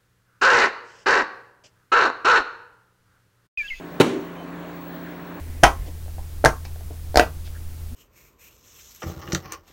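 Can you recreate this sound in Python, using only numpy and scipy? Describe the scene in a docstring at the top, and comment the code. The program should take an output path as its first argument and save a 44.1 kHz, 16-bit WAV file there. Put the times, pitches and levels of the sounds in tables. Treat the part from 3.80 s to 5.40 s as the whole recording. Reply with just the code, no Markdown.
"""One dull thump in a small room, like a wooden door pushed shut, with a brief clatter of contacts.
The panel rings for a moment and the room's low resonances boom on after it.
A faint squeak follows, later a soft rustle. A motor hums throughout over a rush of air;
the recorder adds a thin high whine and has a narrow notch."""
import sys
import numpy as np
from scipy import signal
from scipy.fft import rfft, irfft, next_fast_len
from scipy.io import wavfile
from scipy.ndimage import uniform_filter1d, map_coordinates

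SR = 44100
rng = np.random.default_rng(int(sys.argv[2]) if len(sys.argv) > 2 else 0)


def dump(signal):
    """Clip the signal to [-1, 1] and save it as 16-bit WAV at the path in sys.argv[1]."""
    limited = np.clip(np.atleast_2d(signal).T, -1, 1)
    pcm = np.round(limited * 32767).astype(np.int16)
    wavfile.write(sys.argv[1], SR, pcm)


N = 70560
THUMP_S = 0.2015
WAVER_KNOTS_PER_S = 6.22


def amp(db):
    """Decibels to gain."""
    return 10 ** (np.asarray(db) / 20)


def unit(x):
    """x at rms 1."""
    return x / np.sqrt(np.mean(x ** 2) + 1e-20)


def along(points, hz):
    """Interpolate (Hz, value) points on a log frequency axis."""
    knots_hz, values = np.transpose(points)
    return np.interp(np.log(hz + 1), np.log(knots_hz + 1), values)


def since(start_s):
    """Seconds since start_s, zero before."""
    return np.maximum(np.arange(N) / SR - start_s, 0)


def envelope(points):
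    """Gain through (s, dB) points."""
    return amp(np.interp(since(0), *np.transpose(points)))


def swell(build_s):
    """Rise from 0 to 1, starting at the thump."""
    return 1 - np.exp(-since(THUMP_S) / build_s)


def fade(t, t60_s):
    """Exponential decay, 60 dB in t60_s."""
    return np.exp(-np.log(1000) * t / t60_s)


def wobble(knots_per_s):
    """Smooth random curve."""
    return map_coordinates(rng.standard_normal(256), [since(0) * knots_per_s], mode="wrap")


def tone(hz, drift_rad):
    """Sine of rms 1 with a wandering phase."""
    phase = 2 * np.pi * (hz * since(0) + rng.random())
    return np.sqrt(2) * np.sin(phase + drift_rad * wobble(WAVER_KNOTS_PER_S))


def filtered(x, response):
    """x filtered by response(hz)."""
    size = next_fast_len(N + SR // 2)
    return irfft(rfft(x, size) * response(np.fft.rfftfreq(size, 1 / SR)), size)[:N]


def noise(spectrum):
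    """Coloured noise of rms 1."""
    return unit(filtered(rng.standard_normal(N), lambda hz: amp(along(spectrum, hz))))


def shaped(x, gain):
    """x with its short-time spectrum scaled by gain(hz, t)."""
    hz, t, spectra = signal.stft(x, SR, nperseg=256)
    return signal.istft(spectra * gain(hz[:, None], t), SR, nperseg=256)[1][:N]


# Panel modes: pitch_hz, level_db, t60_s
PANEL_MODES = [(159.3, -10.5, 0.13), (285.4, -9, 0.14), (345, -15.5, 0.22), (385, 7, 0.029),
               (484, -10, 0.11), (581, -7, 0.058), (788, -20.5, 0.16), (902, -17.5, 0.14),
               (1028, -19, 0.15), (1344, -22.5, .1), (2036, -24.5, 0.074), (3944, -16.5, 0.051)]

def panel():
    """The struck panel rings, neighbouring modes in opposite directions."""
    t = since(THUMP_S)
    modes = sum((-1) ** k * amp(db) * fade(t, t60_s) * np.sin(2 * np.pi * hz * t)
                for k, (hz, db, t60_s) in enumerate(PANEL_MODES))
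    return swell(build_s=0.002) * modes


# Hard contacts within the thump: start_s, level_db
CONTACT_HITS = [(0.1999, -16.5), (0.2053, -13), (0.2095, -14), (.2110, -14.5), (0.2167, -19.5)]
# Contact spectrum: freq_hz, density_db
CRACK_SPECTRUM = [(90, -7), (220, -10), (560, 1.5), (1200, 0.5), (2600, 1), (4300, -4.5), (5600, -9),
                  (9000, -17), (15000, -25.5)]

def clatter():
    """Each hard contact gives a short crack of noise."""
    cracks = np.zeros(N)
    for start_s, db in CONTACT_HITS:
        t = since(start_s)
        cracks += amp(db) * (t > 0) * fade(t, t60_s=0.029) * noise(CRACK_SPECTRUM)
    return cracks


# Low room resonances: pitch_hz, level_db
ROOM_MODES = [(142, -46), (248, -30), (300, -29.5), (322, -29.5), (358, -30.5), (389, -26), (436, -38),
              (588, -42)]

def room_boom(hold_s=0.17):
    """The room's low resonances build, beat for a moment, then die."""
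    modes = sum(amp(db) * np.sin(2 * np.pi * hz * since(THUMP_S)) for hz, db in ROOM_MODES)
    return swell(build_s=0.056) * fade(since(THUMP_S + hold_s), t60_s=0.27) * modes


# Diffuse tail spectrum: freq_hz, density_db
TAIL_SPECTRUM = [(40, -40), (115, -4), (150, -1), (330, 1.5), (560, -5), (720, -13), (1050, -8),
                 (1400, -13), (2700, -16), (4300, -21.5), (7000, -27.5), (15000, -40.5)]
# Diffuse tail decay: freq_hz, t60_s
TAIL_DECAY = [(150, 0.48), (400, 0.62), (1000, 0.56), (3000, 0.48), (7000, 0.47), (14000, 0.27)]

def room_tail(level_db=-17.5):
    """Diffuse reverberation of the thump; the top treble dies first."""
    def decay(hz, t):
        return fade(np.maximum(t - THUMP_S, 0), along(TAIL_DECAY, hz))
    return amp(level_db) * swell(build_s=0.0066) * shaped(noise(TAIL_SPECTRUM), decay)


def squeak(start_s=0.555, length_s=0.1, level_db=-51, pitch_hz=3110, sag_hz_per_s=1000, rough_rad=0.55):
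    """A faint, rough squeak that sags in pitch."""
    t = np.minimum(since(start_s), length_s)
    phase = 2 * np.pi * (pitch_hz - 0.5 * sag_hz_per_s * t) * t
    roughness = rough_rad * wobble(knots_per_s=170)
    return amp(level_db) * np.sin(np.pi * t / length_s) * np.sin(phase + roughness)


# Rustle spectrum: freq_hz, density_db
RUSTLE_SPECTRUM = [(600, -30), (1700, -1), (3300, 1), (4500, -8), (9000, -23)]

def rustle(peak_s=1.29, width_s=0.088, level_db=-58):
    """A soft brush of noise that swells and sinks."""
    return amp(level_db) * np.exp(-((since(0) - peak_s) / width_s) ** 2) * noise(RUSTLE_SPECTRUM)


# Strongest motor line: time_s, rms_db
DRONE_LEVELS = [(0, -47), (.15, -43.5), (0.398, -48), (.5, -43), (.64, -43.5), (.73, -40.5), (1.25, -41.5),
                (1.6, -42)]
# Weaker motor lines: pitch_hz, rms_db
HUM_LINES = [(58.5, -59.5), (87.4, -60), (263.8, -48), (297.5, -44.5), (360, -51), (416, -54.5),
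             (522.5, -56), (639.5, -54), (930, -59.5), (1044.5, -57), (1103.5, -56)]

def motor(drone_hz=172, waver_db=1.5):
    """The motor hums with one strong line and weaker, slightly unsteady ones."""
    drone = envelope(DRONE_LEVELS) * tone(drone_hz, drift_rad=0.069)
    hum = sum(amp(db + waver_db * wobble(WAVER_KNOTS_PER_S)) * tone(hz, drift_rad=0.52)
              for hz, db in HUM_LINES)
    return drone + hum


# Air rush spectrum: freq_hz, density_db
AIR_SPECTRUM = [(25, -34), (45, -24), (95, -7.5), (125, -7.5), (155, 3), (205, -2.5), (255, 3.5),
                (330, 2.5), (450, -1.5), (600, 0.5), (850, -3.5), (1100, -4), (1350, -7), (1650, -4.5),
                (2200, -12.5), (3000, -17), (4300, -22.5), (6500, -29.5), (10000, -35), (15000, -36)]

def air(level_db=-40.5, flicker_db=1.5):
    """A rush of air whose bands flicker slightly in level."""
    def flicker(hz, t):
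        patches = rng.standard_normal((len(hz), len(t)))
        patches = uniform_filter1d(patches, size=3, axis=0)
        patches = uniform_filter1d(patches, size=30, axis=1)
        return amp(flicker_db * unit(patches))
    return amp(level_db) * shaped(noise(AIR_SPECTRUM), flicker)


# Main whine line: time_s, rms_db
WHINE_LEVELS = [(0, -61), (.16, -52), (.28, -69), (.43, -53), (.58, -61), (.85, -57), (1.08, -47),
                (1.35, -53.5), (1.6, -51.5)]

def whine(pitch_hz=15730, beat_hz=14.7, partner_db=-7, drift_rad=0.66):
    """The recorder's electronic whine: two close lines that beat, swell and sink."""
    main = tone(pitch_hz, drift_rad)
    partner = amp(partner_db) * tone(pitch_hz + beat_hz, drift_rad)
    return envelope(WHINE_LEVELS) * (main + partner)


def scene():
    """Thump, room, two faint sounds and the background, in mono."""
    thump = panel() + clatter()
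    room = room_boom() + room_tail()
    return (thump + room + squeak() + rustle() + motor() + air() + whine())[None]


def record(dry, low_cut_hz=42, notch_hz=4970, notch_width_hz=570, top_hz=15950):
    """The recorder cuts deep bass, notches a narrow band, clips at full scale and limits the treble."""
    def notch(hz):
        detuning = notch_hz ** 2 - hz ** 2
        return detuning / (detuning + 1j * hz * notch_width_hz)
    low_cut = signal.butter(4, low_cut_hz, "highpass", fs=SR, output="sos")
    notched = filtered(signal.sosfilt(low_cut, dry[0]), notch)
    clipped = np.clip(notched, -1, 1)
    return filtered(clipped, lambda hz: hz < top_hz)[None]


dry = scene()
out = record(dry)
dump(out)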